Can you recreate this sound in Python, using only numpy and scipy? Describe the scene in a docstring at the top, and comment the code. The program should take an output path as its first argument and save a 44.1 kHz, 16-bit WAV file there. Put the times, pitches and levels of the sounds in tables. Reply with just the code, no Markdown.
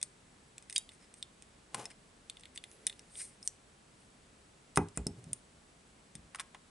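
"""A die-cast toy figure is turned over in the hands, then stood on a table in a small quiet room.
Its limbs strike and ring, its joints ratchet and creak, paint slides on paint in tiny slips.
Its feet knock the tabletop into its modes and shuffle into place; thin plastic buckles and crackles.
Under it all: room rumble, hiss and the faint whine of a camera close by."""
import sys
import numpy as np
from scipy import signal
from scipy.fft import rfft, irfft, next_fast_len
from scipy.io import wavfile

SR = 44100
rng = np.random.default_rng(int(sys.argv[2]) if len(sys.argv) > 2 else 0)


def generate_wav(sig):
    """Save sig (samples, or channels by samples) to the path in sys.argv[1] as 16-bit PCM at SR."""
    pcm = np.round(np.clip(np.atleast_2d(sig).T, -1, 1) * 32767).astype(np.int16)
    wavfile.write(sys.argv[1], SR, pcm)


N = 295456
TIME_S = np.arange(N) / SR

# impacts, with one joint tick at 1.2267 s among them: start_s, level_db, tilt_db_per_octave, nominal_t60_s,
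# note_hz, note_offset_db
LIMB_HITS = [(.0141, -48.5, 3, .02, 3430, -11), (.0285, -31, 9.5, 0.0061, 8460, -3.5),
             (.036, -50, 11, 0.023, 8590, -8), (.5807, -49, 2, 0.0064, 7800, 0),
             (.6979, -46.5, 1, 0.017, 9500, -1), (.7605, -35.5, 4.5, 0.0064, 3230, 0),
             (.7622, -32, 3.5, 0.014, 4770, -2.5), (.7655, -39, 6, 0.03, 3764, 0),
             (.78, -31, 10, 0.0068, 9640, -5), (1.1401, -56, 5, 0.015, 8610, 1.5),
             (1.2267, -43, 5, .006, 3630, 1.5), (1.4229, -53.5, 2, 0.012, 9040, -13),
             (1.8549, -43, 2, .018, 5270, -5.5), (2.5597, -51.5, -0.5, 0.026, 8000, -1),
             (2.8674, -28, 8, .022, 9610, -6), (2.9934, -53, 3, 0.012, 5720, -9),
             (3.4283, -54, 9, 0.0071, 5260, 2), (3.4756, -31, 12.5, 0.0042, 5970, -4),
             (4.759, -39.5, 6, .008, 8050, -6), (4.7657, -44.5, 9, 0.009, 9700, -2),
             (4.7727, -29.5, 5.5, 0.014, 9300, -12), (4.9737, -36, 16, 0.011, 9100, -5),
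             (5.0681, -37.5, 10.5, 0.016, 5360, -3), (5.3316, -38.5, 10, 0.0084, 9300, 2),
             (6.1527, -47, 4.5, 0.036, 8600, -3)]
PLASTIC_BUCKLES = [(1.7451, -35.5, 2, .018, 1043, -5.5), (6.3473, -43, -1.5, .016, 1900, -2.5),
                   (6.357, -47.5, 3, 0.013, 1290, -6), (6.3862, -52, -3, 0.055, 1860, -12),
                   (6.3966, -40.5, 1, 0.023, 3500, -5.5), (6.4012, -42, 1, 0.011, 1100, -10),
                   (6.4074, -45, 1, 0.026, 2300, -7), (6.5462, -48.5, -4.5, .025, 1290, -8)]
# joint slipping one notch: start_s, level_db, tilt_db_per_octave
NOTCH_SLIPS = [(0.891, -53, -1), (2.2979, -42, 3.5), (2.3695, -55, -3.5), (2.4348, -53.5, -4),
               (2.455, -51, -3), (2.5757, -42.5, 0), (2.6394, -44.5, -1.5), (2.8731, -40.5, 4.5),
               (2.897, -44.5, -1), (2.9266, -55.5, -3), (3.1545, -55, -6)]
# grip shifts that rattle loose parts: start_s, length_s, tick_db
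GRIP_SHIFTS = [(0.62, .006, -57), (0.705, 0.027, -51.5), (.93, 0.028, -60), (1.777, .07, -57.5),
               (2.393, 0.022, -59.5), (2.71, 0.007, -62), (4.882, 0.0042, -57), (5.237, .01, -56)]
# feet meeting the table: start_s, force_db, contact_ms, sway_db
FOOT_KNOCKS = [(4.772, -29, 0.17, -70), (4.7742, -6, 0.49, -62), (4.9732, -16, 1.45, -34.5),
               (4.9756, -30.5, 0.15, -67), (5.066, -17.5, 1.36, -51), (5.266, -24, 4, -58),
               (6.153, -28, 3.5, -55), (6.191, -32, 4.6, -58)]

# free modes: pitch_hz, level_db, t60_s
FIGURE_MODES = [(2043, -11.5, 0.029), (2570, -9.5, 0.024), (2730, -25, 0.024), (3570, 3.5, 0.013),
                (3567, -1, 0.032), (3730, -7.5, 0.04), (4860, -5.5, 0.02), (5310, 1.5, 0.033),
                (5880, 5.5, 0.011), (6150, 12.5, 0.0094), (7140, 9, 0.0062), (7750, 5, 0.013),
                (8700, 1, 0.044), (9010, 7.5, 0.013), (8970, -6.5, 0.033), (10290, -4.5, 0.019),
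                (10460, -9.5, 0.034)]
PLASTIC_MODES = [(720, -4, 0.028), (1047, 5, 0.019), (1270, 9.5, 0.0091), (1890, 4, 0.012),
                 (2200, -29, 0.011), (3550, 9.5, 0.0045), (4770, -31, 0.023), (6000, -36, .01),
                 (8360, 19, 0.0078), (9600, 17, 0.008)]
TABLE_MODES = [(99, -23, 0.35), (168.6, -14.5, 0.18), (214.3, -14, 0.11), (248, -15.5, 0.12),
               (292.4, -17, 0.22), (345, -13.5, 0.1), (408.2, -20.5, 0.25), (477, -23, 0.17),
               (640, -45, 0.048), (790, -46, 0.067), (871, -16.5, 0.079), (1070, -11, 0.021),
               (1180, -7.5, 0.027), (1362, 2, 0.011), (1630, -4, 0.011), (1983, -4.5, 0.03),
               (2500, -7, 0.038)]
# impact band limits: edge_hz
FIGURE_BANDS_HZ = [1800, 3000, 4300, 7000, 11500]
PLASTIC_BANDS_HZ = [600, 1500, 3000, 7000, 11500]
# weight of each band: gain_db
FIGURE_BANDS_DB = [0, -1, 0, 0]
NOTCH_BANDS_DB = [-3.5, 1.5, -9.5, -0.5]
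PLASTIC_BANDS_DB = [-2.8, 1, -2.7, 0.6]

# friction strokes: peak_s, rise_s, fall_s, level_db
PAINT_SLIDES = [(.757, 0.011, 0.0066, -47), (.94, .02, 0.013, -66), (1.18, .015, 0.023, -62),
                (1.79, 0.033, 0.011, -61), (2.556, 0.0047, 0.0067, -53), (3.205, 0.04, 0.047, -43.5),
                (3.467, 0.019, 0.00091, -49.5), (4.02, 0.037, .04, -71), (4.765, 0.0061, .002, -51),
                (4.97, 0.01, 0.0037, -58)]
JOINT_CREAKS = [(.917, 0.0032, .006, -59.5), (1.03, 0.022, 0.02, -64), (1.905, 0.0024, 0.006, -52.5),
                (1.915, 0.0036, 0.0047, -54.5), (3.208, 0.011, 0.0097, -49), (3.295, 0.007, 0.039, -69.5),
                (4.96, 0.0079, 0.018, -64)]
HOLLOW_SCRAPES = [(1.752, 0.0088, 0.0053, -50), (1.79, 0.024, 0.044, -45.5)]
FOOT_SHUFFLES = [(5.19, .035, 0.029, -55), (5.3, 0.037, 0.042, -56.5)]
SKIN_BRUSHES = [(2.76, 0.13, 0.37, -66.5)]
# squeak of the shifting grip: time_s, pitch_hz, level_db
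SQUEAK_PATH = [(2.655, 10000, -81), (2.68, 10240, -70), (2.73, 10700, -61), (2.77, 10480, -74),
               (2.82, 10260, -74), (2.86, 10200, -76)]

# spectra: freq_hz, gain_db
SLIDE_SPECTRUM = [(1200, -42), (2100, -12), (2900, -21), (4200, -14), (5400, -11.5), (7600, -9), (8400, 3),
                  (9050, 4.5), (9700, -3.5), (11500, -11.5)]
CREAK_SPECTRUM = [(1300, -14.5), (2100, 1.5), (2800, -8.5), (4500, -14), (5250, 1), (6000, -18),
                  (9000, -5.5), (11500, -24)]
SCRAPE_SPECTRUM = [(70, -19), (130, -2.5), (400, -2), (600, -4), (850, 1), (1100, -7), (1500, -11.5),
                   (2300, -13), (4000, -18)]
SHUFFLE_SPECTRUM = [(40, -31), (110, 3), (170, -2.5), (400, -9), (600, -16.5), (1500, -34)]
BRUSH_SPECTRUM = [(120, -20), (330, 1.5), (550, -1), (900, -16), (1600, -11), (4000, -16.5)]
THUD_SPECTRUM = [(50, -51), (130, 3.5), (350, 7.5), (550, -9), (900, 6), (1300, -27), (2400, -4),
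                 (4000, -16.5)]
REVERB_SPECTRUM = [(60, 4), (200, -6.5), (900, -6.5), (2500, -12), (5000, -15), (9000, -17), (12000, -17)]
RUMBLE_HISS_SPECTRUM = [(15, -36), (25, 0.5), (71, 0), (96, -3.5), (128, -1), (223, -1.5), (311, -6),
                        (444, -6.5), (480, -9), (603, -9.5), (979, -13), (3410, -18), (6120, -21),
                        (8100, -18.5), (11000, -24), (14300, -113), (22000, -120)]
# stereo width: freq_hz, side_gain_db
HANDLING_WIDTH = [(60, -46), (250, -27), (500, -13), (1000, -13.5), (2000, -11.5), (4000, -11.5),
                  (8000, -13), (11000, -14.5)]
RUMBLE_HISS_WIDTH = [(60, -20), (110, -18), (190, -13), (350, -6), (620, -1), (1120, 1), (2010, -1.5),
                     (3610, -4), (6480, -5.5), (11600, -10.5)]
# position of the turning figure: time_s, left_minus_right_db
HANDLING_PAN = [(0, 2.5), (.76, -0.5), (1.25, -1.4), (1.8, 2.2), (2.87, -1), (3.45, 1.6), (4.77, -.5),
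                (6.4, 0.5)]


def limbs():
    """Hard parts meet with a snap; the struck one rings."""
    snaps = clicks(LIMB_HITS, FIGURE_MODES, FIGURE_BANDS_HZ, FIGURE_BANDS_DB,
                   crack_db=17.5, crack_t60_s=0.0051, free_t60_s=0.038)
    return undb(-1) * snaps + notes(LIMB_HITS, reference_hz=8800)


def joints(ping_hz, scatter, ping_db, nominal_t60_s):
    """A joint drops from notch to notch, each ping slightly detuned."""
    events = [(*slip, nominal_t60_s, ping_hz * (1 + scatter * rng.standard_normal()), ping_db)
              for slip in NOTCH_SLIPS]
    ticks = clicks(events, FIGURE_MODES, FIGURE_BANDS_HZ, NOTCH_BANDS_DB,
                   crack_db=17.5, crack_t60_s=0.01, free_t60_s=0.015)
    return undb(-1.5) * ticks + notes(events, reference_hz=3000)


def loose_parts(ticks_per_s, spread_db, tilt_db_per_octave, nominal_t60_s):
    """Loose parts tick unevenly through each shift of the grip."""
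    events = []
    for start_s, length_s, tick_db in GRIP_SHIFTS:
        count = int(np.ceil(length_s * ticks_per_s))
        for k in range(count):
            tick_s = start_s + length_s * (k + rng.random()) / count
            level_db = tick_db + spread_db * rng.standard_normal()
            events.append((tick_s, level_db, tilt_db_per_octave, nominal_t60_s))
    return clicks(events, FIGURE_MODES, FIGURE_BANDS_HZ, FIGURE_BANDS_DB,
                  crack_db=13, crack_t60_s=0.0048, free_t60_s=0.027)


def clicks(events, modes, edges_hz, bands_db, crack_db, crack_t60_s, free_t60_s):
    """Crack plus ringing modes; the grip scales both decays, harder contacts tilt to the treble."""
    out, t = np.zeros(N), np.arange(SR // 6) / SR
    bands = [signal.butter(3, pair, "band", fs=SR, output="sos") for pair in zip(edges_hz, edges_hz[1:])]
    octaves = (np.log2(edges_hz[:-1]) + np.log2(edges_hz[1:])) / 2
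    mode_hz, mode_db, mode_t60_s = np.transpose(modes)[:, :, None]
    for start_s, level_db, tilt_db_per_octave, nominal_t60_s, *_ in events:
        detune, phase, strength = rng.standard_normal((3, len(modes), 1))
        decay_scale = nominal_t60_s / free_t60_s
        tones = np.sin(2 * np.pi * (mode_hz * (1 + 0.011 * detune) * t + phase))
        ring = undb(mode_db + 2 * strength) * tones * fade(t, mode_t60_s * decay_scale)
        crack = undb(crack_db) * rng.standard_normal(len(t)) * fade(t, crack_t60_s * decay_scale)
        hit = (ring.sum(0) + crack) * (1 - fade(t, 0.0016))
        shares = undb(bands_db + tilt_db_per_octave * octaves)
        for band, share in zip(bands, shares / np.linalg.norm(shares)):
            add(out, start_s, undb(level_db) * share * unit_onset(signal.sosfilt(band, hit)))
    return out


def notes(events, reference_hz):
    """One mode stands out of each click; its decay time grows with its period."""
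    out, t = np.zeros(N), np.arange(SR // 4) / SR
    for start_s, level_db, _, nominal_t60_s, note_hz, offset_db in events:
        envelope = fade(t, nominal_t60_s * reference_hz / note_hz) * (1 - fade(t, 0.0015))
        note = np.sin(2 * np.pi * note_hz * t) * envelope
        add(out, start_s, undb(level_db + offset_db) * unit_onset(note))
    return out


def foot_knocks(thud_db, thud_t60_s, push_gain_db, sway_hz, sway_t60_s, radiate_hz):
    """A half-sine push drives the tabletop; longer contact leaves only the low modes."""
    out, t = np.zeros(N), np.arange(SR // 2) / SR
    board = sum(undb(db) * np.sin(2 * np.pi * hz * t) * fade(t, t60_s) for hz, db, t60_s in TABLE_MODES)
    # slow bending moves little air
    board = signal.sosfilt(signal.butter(2, radiate_hz, "high", fs=SR, output="sos"), board)
    # the figure's weight rocks the table
    sway = np.sin(2 * np.pi * sway_hz * t) * fade(t, sway_t60_s) * (1 - fade(t, 0.025))
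    for start_s, force_db, contact_ms, sway_db in FOOT_KNOCKS:
        # weaker modes merge into noise
        thud = undb(thud_db) * noise(len(t), THUD_SPECTRUM) * fade(t, thud_t60_s)
        contact_samples = contact_ms * SR / 1000
        push = np.sin(np.pi * np.minimum(np.arange(SR // 100) / contact_samples, 1))
        knock = signal.fftconvolve(board + thud, push / push.sum())
        add(out, start_s, undb(force_db + push_gain_db) * knock)
        add(out, start_s, undb(sway_db) * sway)
    return out


def thin_plastic():
    """A thin sheet buckles with a dry crack and a brief hollow note."""
    cracks = clicks(PLASTIC_BUCKLES, PLASTIC_MODES, PLASTIC_BANDS_HZ, PLASTIC_BANDS_DB,
                    crack_db=16.5, crack_t60_s=0.025, free_t60_s=0.021)
    return cracks + notes(PLASTIC_BUCKLES, reference_hz=2000)


def friction(strokes, spectrum, slips_per_s, spread_db):
    """Dense tiny slips of uneven size swell and fade with each stroke."""
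    slips = (rng.random(N) < slips_per_s / SR) * rng.choice([-1, 1], N)
    slips = slips * undb(spread_db * rng.standard_normal(N))
    envelope = np.zeros(N)
    for peak_s, rise_s, fall_s, level_db in strokes:
        from_peak = (TIME_S - peak_s) / np.where(TIME_S < peak_s, rise_s, fall_s)
        envelope += undb(level_db) / np.cosh(np.clip(1.37 * from_peak, -40, 40))
    return envelope * unit_rms(colour(slips, spectrum))


def squeak(waver_rms_hz, waver_cutoff_hz):
    """Smooth plastic sticks and slips fast enough to whistle; the pitch wavers with pressure."""
    time_s, path_hz, level_db = np.transpose(SQUEAK_PATH)
    lowpass = signal.butter(2, waver_cutoff_hz, fs=SR, output="sos")
    waver = unit_rms(signal.sosfilt(lowpass, rng.standard_normal(N)))
    pitch_hz = np.interp(TIME_S, time_s, path_hz) + waver_rms_hz * waver
    envelope = undb(np.interp(TIME_S, time_s, level_db)) * (TIME_S > time_s[0]) * (TIME_S < time_s[-1])
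    return envelope * np.sin(2 * np.pi * np.cumsum(pitch_hz) / SR)


def room(direct, tail_db, tail_t60_s, early_db, early_t60_s):
    """Early reflections and a short room tail reach two close microphone ports."""
    t = np.arange(SR // 2) / SR
    early, tail = rng.standard_normal((2, len(t)))
    early = early * fade(t, early_t60_s) * (t > 0.002)
    tail = colour(tail, REVERB_SPECTRUM) * fade(t, tail_t60_s) * (t > 0.007)
    echoes = undb(early_db) * early / np.linalg.norm(early) + undb(tail_db) * tail / np.linalg.norm(tail)
    reflected = signal.fftconvolve(direct, echoes)[:N]
    mid = direct + reflected
    # port difference is in quadrature; reflections come more from the sides
    quadrature = signal.hilbert(direct - 2 * reflected, next_fast_len(N)).imag[:N]
    side = colour(quadrature, HANDLING_WIDTH)
    return np.array([mid + side, mid - side])


def background(floor_db, whine_hz, whine_width_hz, whine_db):
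    """Room rumble shared by both ports, hiss, and the camera's narrow whine."""
    mid = undb(floor_db) * noise(N, RUMBLE_HISS_SPECTRUM)
    side = colour(undb(floor_db) * noise(N, RUMBLE_HISS_SPECTRUM), RUMBLE_HISS_WIDTH)
    resonance = signal.iirpeak(whine_hz, whine_hz / whine_width_hz, SR)
    mid += undb(whine_db) * unit_rms(signal.lfilter(*resonance, rng.standard_normal(N)))
    return np.array([mid + side, mid - side])


def undb(db):
    """Decibels to gain."""
    return 10 ** (np.asarray(db) / 20)


def unit_rms(x):
    """Scale to rms 1."""
    return x / np.sqrt(np.mean(x ** 2) + 1e-30)


def unit_onset(x):
    """Scale to standard deviation 1 over the first 10 ms."""
    return x / np.std(x[:SR // 100])


def fade(t, t60_s):
    """Exponential decay, 60 dB down at t60_s."""
    return np.exp(-np.log(1000) * t / np.maximum(t60_s, 1e-3))


def colour(x, spectrum):
    """Filter by a (freq_hz, gain_db) curve."""
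    hz, db = np.transpose(spectrum)
    bins_hz = np.maximum(np.fft.rfftfreq(2 * len(x), 1 / SR), 1)
    gain = undb(np.interp(np.log(bins_hz), np.log(hz), db))
    return irfft(rfft(x, 2 * len(x)) * gain)[:len(x)]


def noise(samples, spectrum):
    """Coloured noise, rms 1."""
    return unit_rms(colour(rng.standard_normal(samples), spectrum))


def add(track, start_s, sound):
    """Mix a sound in at start_s."""
    i = int(start_s * SR)
    track[i:i + len(sound)] += sound[:N - i]


def scene():
    """Clicks, knocks, crackles and friction, panned in the room over the background."""
    figure = limbs() + joints(ping_hz=3530, scatter=0.0088, ping_db=-3.5, nominal_t60_s=0.012)
    figure += loose_parts(ticks_per_s=62, spread_db=4.5, tilt_db_per_octave=4.4, nominal_t60_s=0.02)
    feet = foot_knocks(thud_db=-12, thud_t60_s=0.15, push_gain_db=-7.5,
                       sway_hz=61.5, sway_t60_s=0.24, radiate_hz=86)
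    rubbing = friction(PAINT_SLIDES, SLIDE_SPECTRUM, slips_per_s=1600, spread_db=1.5)
    rubbing += friction(JOINT_CREAKS, CREAK_SPECTRUM, slips_per_s=1000, spread_db=3)
    rubbing += friction(HOLLOW_SCRAPES, SCRAPE_SPECTRUM, slips_per_s=1200, spread_db=2)
    rubbing += friction(FOOT_SHUFFLES, SHUFFLE_SPECTRUM, slips_per_s=1600, spread_db=2)
    rubbing += friction(SKIN_BRUSHES, BRUSH_SPECTRUM, slips_per_s=1400, spread_db=1)
    rubbing += squeak(waver_rms_hz=70, waver_cutoff_hz=200)
    direct = figure + feet + thin_plastic() + rubbing
    handling = room(direct, tail_db=-18.5, tail_t60_s=0.25, early_db=-12.5, early_t60_s=0.036)
    pan_db = np.interp(TIME_S, *np.transpose(HANDLING_PAN))
    handling *= undb(np.array([pan_db, -pan_db]) / 2)
    return handling + background(floor_db=-63, whine_hz=7930, whine_width_hz=46, whine_db=-81.5)


def record(dry):
    """The camera cuts the deepest rumble and, steeply, the top."""
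    highpass = signal.butter(3, 31, "high", fs=SR, output="sos")
    lowpass = signal.ellip(8, 0.2, 60, 11050, fs=SR, output="sos")
    return signal.sosfilt(lowpass, signal.sosfilt(highpass, dry))


dry = scene()
out = record(dry)
generate_wav(out)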